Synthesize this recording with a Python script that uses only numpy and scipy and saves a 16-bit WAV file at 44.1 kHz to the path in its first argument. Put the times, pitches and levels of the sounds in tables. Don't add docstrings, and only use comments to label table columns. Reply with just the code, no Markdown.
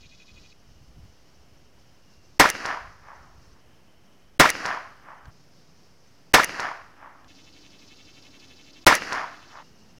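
import sys
import numpy as np
from scipy import signal
from scipy.fft import rfft, irfft
from scipy.io import wavfile
from scipy.ndimage import uniform_filter1d

SR = 44100
rng = np.random.default_rng(int(sys.argv[2]) if len(sys.argv) > 2 else 0)


def makeup_ratio(level_db):
    decades = np.asarray(level_db, float) / 20
    return 10 ** decades


def waveform_to_disk(signal):
    frames = np.transpose(np.atleast_2d(signal))
    scaled = np.clip(frames, -1, 1) * 32767
    samples = np.round(scaled).astype(np.int16)
    wavfile.write(sys.argv[1], SR, samples)


N = 440559
t = np.arange(N) / SR

# start_s, peak_db, bolt_db, hush_before_s
SHOTS = [
    (2.3969, -1.5, -10, 0.014),
    (4.3974, -0.5, -8.5, .017),
    (6.3392, -1.5, -10, 0.015),
    (8.8662, -0.5, -9.5, 0.019),
]
# start_s, chorus_db, katydid_db,
# cricket_db, cricket_hz
MOMENTS = [
    (0, -65, -81, -92, 2880),
    (.535, -68, -77, -76, 2930),
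    (1.995, -67.5, -76.5, -82, 2771),
    (3.604, -72.5, -81, -76, 3015),
    (5.308, -67, -78.5, -75.5, 5003),
    (6.335, -72, -82.5, -80, 2896),
    (7.279, -63, -72.5, -77.5, 2800),
    (9.628, -65, -73, -71.5, 2802),
]


def rifle():
    # delay_s, peak_db, ring_hz, t60_s
    reflectors = [(0.045, -1.5, 1012, .012), (0.0578, 0.5, 1256, 0.0038), (0.0614, -0.5, 1384, 0.0095),
                  (0.1558, -12.5, 1652, 0.0021), (0.2577, -9.5, 1470, 0.002), (0.26, -19, 4450, 0.0025),
                  (0.2646, -16.5, 5500, 0.003), (0.308, -19, 1060, 0.013), (0.3152, -19, 1660, 0.0099),
                  (0.349, -20.5, 1280, 0.014), (0.376, -22, 980, 0.028), (0.707, -37, 1140, 0.044),
                  (0.736, -35, 910, 0.017)]
    slam_delays = [.1035, .1042, .1047, .0857]
    # start_s, level_db, ring_hz, t60_s
    taps = [
        (5.254, -42.5, 1570, 0.024),
        (7.2438, -47, 1650, 0.022),
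    ]
    overload_db, overload_s = 17.5, 0.015
    u = t[:round(1.25 * SR)]
    level_db = echo_db(u) + overload_db * np.exp(-(u / overload_s) ** 2)
    onset = np.minimum(u / 0.00012, 1)
    land, slaps, out = scatter(u), np.zeros(len(u)), np.zeros(N)
    for delay_s, *row in reflectors:
        add(slaps, delay_s - .001, slap(*row))
    cuts = np.append(np.transpose(MOMENTS)[0], N / SR)
    for (at, peak_db, bolt_db, _), slam_s in zip(SHOTS, slam_delays):
        paths = .92 * land + .39 * scatter(u)
        field = makeup_ratio(level_db) * paths * onset
        shot = makeup_ratio(peak_db) * (field.sum(0) + slaps)
        add(shot, slam_s - .01, bolt(bolt_db))
        next_cut = cuts[cuts > at][0]
        add(out, at, shot * (at + u < next_cut))
    for at, *row in taps:
        rattle = uniform_filter1d(uniform_filter1d(rng.standard_normal(3000), size=5), size=4)
        add(out, at, slap(*row) * (1 + 2.0 * rattle))
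    return out


def bolt(db):
    # ring_hz, level_db, t60_s
    steel = [(4830, -6, 0.01), (6120, 2.5, 0.01), (9400, -18, 0.009), (10456, -5, 0.011),
             (13120, -12, 0.0063)]
    # delay_s, level_db, ring_hz, t60_s
    receiver = [
        (.001, -3.5, 2220, .01),
        (.0052, -6, 1900, .012),
        (0.0112, -7.5, 2100, .012),
    ]
    v, out = t[:3000], np.zeros(3800)
    for delay_s, knock_db in [(0, -8), (.004, -16), (.01, 2), (.0145, -13)]:
        ring = sum(makeup_ratio(d - 60 * v / min(t60, .012)) * np.sin(2 * np.pi * hz * v) for hz, d, t60 in steel)
        chatter = 1 + 2.1 * uniform_filter1d(rng.standard_normal(len(v)), size=4)
        ring *= np.minimum(v / 0.00043, 1) * chatter
        add(out, delay_s, makeup_ratio(db + knock_db) * ring / abs(ring).max())
    for delay_s, knock_db, hz, t60 in receiver:
        add(out, delay_s - .001, slap(db + knock_db, hz, t60))
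    return out


def slap(db, hz, t60):
    u = t[:3000] - .001
    swell = np.where(u < 0, np.exp(-(3.1 * hz * u) ** 2), makeup_ratio(-60 * u / t60))
    return -makeup_ratio(db) * swell * np.cos(2 * np.pi * hz * u)


def echo_db(u):
    # delay_s, fall_db_per_s, body_db, thud_db, treble_db
    stretches = [(0.004, 330, -6, -15.5, -17), (.06, 299.5, -18.5, -33, -30), (.1, 806, -28, -40, -35.5),
                 (0.151, 69, -35.5, -44.5, -42), (.21, 100, -38.5, -48.5, -58.5),
                 (0.272, 155, -28, -40.5, -42), (0.309, 102.5, -28.5, -49.5, -55),
                 (.65, 60, -54.5, -88, -90), (.695, 92, -45, -88, -90), (.76, 55, -51.5, -72, -90),
                 (1.15, 30, -64, -67, -93)]
    fall_shares = [1.0, 1.5, 0.95]
    swell_db_per_s, power = 220, 0
    for s, fall, *levels in stretches:
        swell_db = swell_db_per_s * np.minimum(u - s, 0)
        fall_db = fall * np.c_[fall_shares] * np.maximum(u - s, 0)
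        power = power + makeup_ratio(np.c_[levels] + (swell_db - fall_db)) ** 2
    return 10 * np.log10(power)


def scatter(u):
    # freq_hz, density_db
    near_body = [(180, -47), (300, -20.5), (510, -8), (996, -6), (1170, -6.5), (1370, -3.5), (1510, -8.5),
                 (1710, -2.5), (1910, -4), (3800, -19.5), (4940, -52), (8360, -120)]
    # freq_hz, density_db
    grass_body = [(180, -38), (300, 0), (521, -3.5), (757, -4.5), (1930, 4), (2430, -3.5), (2780, 2),
                  (3600, -23), (4680, -49), (7920, -120)]
    # freq_hz, density_db
    tree_body = [(180, -64), (300, -17), (486, -13), (704, -2), (830, -4), (1020, 1), (1400, -2),
                 (1790, -1.5), (3500, -21.5), (4550, -46), (7700, -120)]
    # freq_hz, density_db
    far_body = [(210, -58), (350, -21), (385, -27), (445, -16.5), (728, -3.5), (1180, 0), (1910, -8.5),
                (3500, -35), (4550, -65), (7700, -120)]
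    # freq_hz, density_db
    low_thud = [(15, -40), (25, -7.5), (71, -19), (103, -20), (172, -5.5), (233, -8.5), (271, -2), (299, 0),
                (441, -12), (500, -6), (650, -38), (1100, -120)]
    # freq_hz, density_db
    near_treble = [(2240, -31), (3800, -3.5), (5560, 0.5), (5770, -2.5), (9090, -16.5), (15000, -20.5),
                   (16000, -30.5), (16500, -54.5)]
    # freq_hz, density_db
    tree_treble = [(2240, -47), (3800, -5), (5010, 1), (6900, -9.5), (7700, -21), (10700, -21.5),
                   (15800, -37), (16200, -48), (16500, -62.5)]
    a, b, c, d, e, f, g = rng.standard_normal((len(u), 7)).T * makeup_ratio(2.6 * rng.exponential(1, len(u)))
    grass, trees, woods = (u - .09) / 0.034, (u - .18) / 0.068, (u - .3) / 0.51
    body = blended(coloured(a, near_body), coloured(g, grass_body), grass)
    body = blended(body, coloured(b, tree_body), trees)
    body = blended(body, coloured(c, far_body), woods)
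    treble = blended(coloured(d, near_treble), coloured(e, tree_treble), grass)
    return np.array([body, coloured(f, low_thud), treble])


def cicada():
    # start_s, end_s, buzz_db, rasp_db
    songs = [
        (0, 0.53, -3.5, -23),
        (7.281, 9.632, -1.5, -6),
    ]
    # low_hz, width_hz, rise_hz
    bellies = [
        (2490, 280, 1200),
        (2480, 2400, 2400),
    ]
    # clicks_per_s, second_click_sign
    membranes = [
        (452, -1),
        (438, 1),
    ]
    # start_s, lowest_s, swings_per_s, quickening_per_s2
    throbs = [
        (0, .049, 11.9, 2.2),
        (7.281, 7.304, 11.28, .44),
    ]
    # time_s, level_db
    effort = [(0, -51.5), (.53, -54), (7.28, -54.5), (8.5, -52.5), (9.63, -55)]
    wide = [(1500, -38.5), (2600, -4.5), (4000, -1.5), (5300, -8.0), (6700, -7.5), (8200, -29.5), (11000, -68.0)]
    rows = np.array(throbs)
    start, lowest, swings, quicken = rows[np.maximum(np.searchsorted(rows[:, 0], t) - 1, 0)].T
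    turn = swings * (t - lowest) + quicken / 2 * (t - lowest) ** 2 + .02 * drift(size=2000)
    tight = np.sin(np.pi * turn) ** 2
    rest = 1 - .75 * np.exp(-((turn % 1 - .42) / .1) ** 2)
    out = np.zeros(N)
    for (begin, end, buzz_db, rasp_db), (low_hz, width_hz, rise_hz), (per_s, sign) in zip(songs, bellies, membranes):
        count = np.floor(np.cumsum(per_s * (1 + .015 * drift(size=400))) / SR)
        clicks = np.diff(count, prepend=0) * np.where(count % 2, sign, 1)
        clicks = evened(clicks * makeup_ratio(2.5 * rng.standard_normal(N))) + .75 * rng.standard_normal(N)
        belly = mode(clicks, low_hz + rise_hz * tight ** 4.6, width_hz, 1200) * (1 - tight) ** 2.4
        buzz = makeup_ratio(buzz_db) * coloured(clicks, wide) * rest
        rasp = makeup_ratio(rasp_db) * mode(clicks, 4900, 1300, 1300) * np.exp(-((turn % 1 - .6) / .1) ** 2)
        upper = makeup_ratio(-12) * mode(clicks, 3100 + 2200 * tight, 1000, 900) * rest
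        out += (belly + upper + buzz + rasp) * ((t > begin) & (t < end))
    return makeup_ratio(np.interp(t, *np.transpose(effort)) - 4.0) * out


def wind():
    # centre_s, level_db, half_length_s
    gusts = [(0.0, -55, 0.14), (0.375, -54, 0.1), (0.696, -55, 0.048), (.86, -50.5, .08),
             (1.017, -48, 0.07), (1.367, -60, 0.05), (1.578, -54, 0.075), (1.765, -72, 0.036),
             (2.303, -63, 0.15), (2.88, -54, 0.097), (3.324, -56.5, 0.25), (3.8, -77.5, 0.13),
             (4.3, -69, 0.084), (5.273, -52, 0.034), (6.841, -61.5, 0.05), (7.263, -58, .05),
             (7.489, -63, 0.033), (7.663, -68.5, 0.043), (8.04, -70, .1), (8.746, -73, 0.061),
             (9.322, -67, 0.034), (9.815, -70, 0.066)]
    breeze_db, wake_db, wake_db_per_s = -72.5, -48, 90
    lumps = rng.standard_normal(N) * makeup_ratio(3.2 * drift(size=700))
    colour = [(12, -31), (30, -4.5), (70, -4), (140, -11.5), (260, -25.5), (500, -57.5)]
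    level = makeup_ratio(breeze_db + 1.5 * drift(size=3000))
    for s, db, half_s in gusts:
        level = level + makeup_ratio(db) * np.exp(-((t - s) / half_s) ** 2)
    for at, *_ in SHOTS:
        level = level + makeup_ratio(wake_db - wake_db_per_s * abs(t - at)) * (t > at)
    return level * coloured(lumps, colour)


def meadow():
    # freq_hz, density_db
    air_colour = [(18, -45.5), (30, -12.5), (96, -4.5), (420, -10), (455, -11), (694, -13.5), (772, -14.5),
                  (835, -15.5), (2530, -21.5), (3050, -21), (3760, -31), (15200, -37.5), (16500, -48.5)]
    air_steps = [-1.9, -0.86, -0.9, -.2, -1, -1.3, 0.88, 0.37]
    # freq_hz, density_db
    chorus_colour = [(2240, -40), (3800, -3.5), (3990, -5.5), (4320, -1.5), (4850, 0.5), (5340, 2.5),
                     (6390, -3.5), (6950, -8.5), (8000, -18.5), (10400, -46.5), (17600, -120)]
    cricket_widths = [300, 500, 120, 303.4, 800, 498, 300, 250]
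    # level_db, pitch_hz
    drones = [(-65, 170), (-69, 64), (-67.5, 69), (-70.5, 120), (-65.5, 130), (-65.5, 270), (-61, 278),
              (-58.5, 170)]
    # freq_hz, width_hz, level_db
    wing_modes = [(5420, 190, 0), (6100, 78, -2), (6060, 130, -9)]
    air_db, strokes_per_s, stroke_s = -59.5, 13.33, 2.105
    start, *columns = np.transpose(MOMENTS)
    moment = np.searchsorted(start, t + 1e-4) - 1
    chorus_db, katydid_db, cricket_db, cricket_hz = (c[moment] for c in columns)
    drone_db, drone_hz = np.array(drones)[moment].T
    since_cut_s, falling = t - start[moment], moment == 2
    cricket_hz = cricket_hz + 250 * np.exp(-since_cut_s / .05) * falling
    cricket_db = cricket_db + 10.0 * np.exp(-(since_cut_s / .5) ** 2) * falling
    a, b, c, d, e = rng.standard_normal((N, 5)).T
    air = makeup_ratio(air_db + np.take(air_steps, moment) + .6 * drift(size=4000)) * coloured(a, air_colour)
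    chorus = makeup_ratio(chorus_db + 1.2 * drift(size=1500)) * coloured(b, chorus_colour)
    cricket = sum((moment == k) * mode(c, cricket_hz, width, width) for k, width in enumerate(cricket_widths))
    cricket = makeup_ratio(cricket_db + 2.0 * drift(size=900)) * cricket
    drone = makeup_ratio(drone_db + 0.5 * drift(size=3000)) * mode(d, drone_hz, 110, 110)
    strokes = np.exp(3.0 * np.cos(2 * np.pi * strokes_per_s * (t - stroke_s))) * makeup_ratio(1.2 * drift(size=2500))
    wings = sum(makeup_ratio(db) * mode(e, hz, width, width) for hz, width, db in wing_modes)
    katydid = makeup_ratio(katydid_db) * evened((evened(strokes) + .3) * wings)
    return air + chorus + cricket + drone + katydid


def evened(x):
    return x / np.sqrt(np.mean(x ** 2) + 1e-20)


def coloured(x, points):
    f, db = np.transpose(points)
    hz = np.fft.rfftfreq(len(x), 1 / SR)
    gain = makeup_ratio(np.interp(np.log(hz + 1), np.log(f + 1), db))
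    return evened(irfft(rfft(x) * gain, len(x)))


def resonate(x, hz, width):
    turn = np.exp(2j * np.pi * np.cumsum(hz * np.ones(len(x))) / SR)
    r = np.exp(-np.pi * width / SR)
    return 2 * (turn * signal.lfilter([1 - r], [1, -r], x / turn + 1e-18)).real


def mode(x, hz, width, second_width):
    return evened(resonate(resonate(x, hz, width), hz, second_width))


def drift(size):
    return evened(uniform_filter1d(uniform_filter1d(rng.standard_normal(N), size), size))


def blended(a, b, share):
    share = np.clip(share, 0, 1)
    return np.sqrt(1 - share) * a + np.sqrt(share) * b


def add(mix, s, sound):
    part = mix[round(s * SR):][:len(sound)]
    part += sound[:len(part)]


def scene():
    return (rifle() + cicada() + wind() + meadow())[None]


def top_cut(x):
    return signal.sosfilt(signal.butter(12, 17130, fs=SR, output="sos"), x)


def record(dry):
    ceiling, offset, edge_hz = 0.45, .0019, 16100
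    push_db, push_s = -19.5, 0.00063
    lead_in_db, lead_in_db_per_s = -19, 3000
    x = ceiling * np.tanh((abs(dry) / ceiling) ** 3) ** (1 / 3) * np.sign(dry) + offset
    grit = signal.lfilter([.3], [1, -.7], rng.standard_normal(N))
    for at, _, _, hush_s in SHOTS:
        lead_in = makeup_ratio(lead_in_db - lead_in_db_per_s * np.abs(at - t)) * (t > at - .004) * grit
        lag = np.maximum(t - at, 0) / push_s
        x = x + makeup_ratio(push_db) * lag * np.exp(1 - lag)
        x = np.where((t > at - hush_s) & (t < at), lead_in, x)
    x = signal.oaconvolve(x, signal.firwin(255, edge_hz, fs=SR)[None], "same")
    x = x * (t < 9.985)
    return top_cut(x)


dry = scene()
out = record(dry)
waveform_to_disk(out)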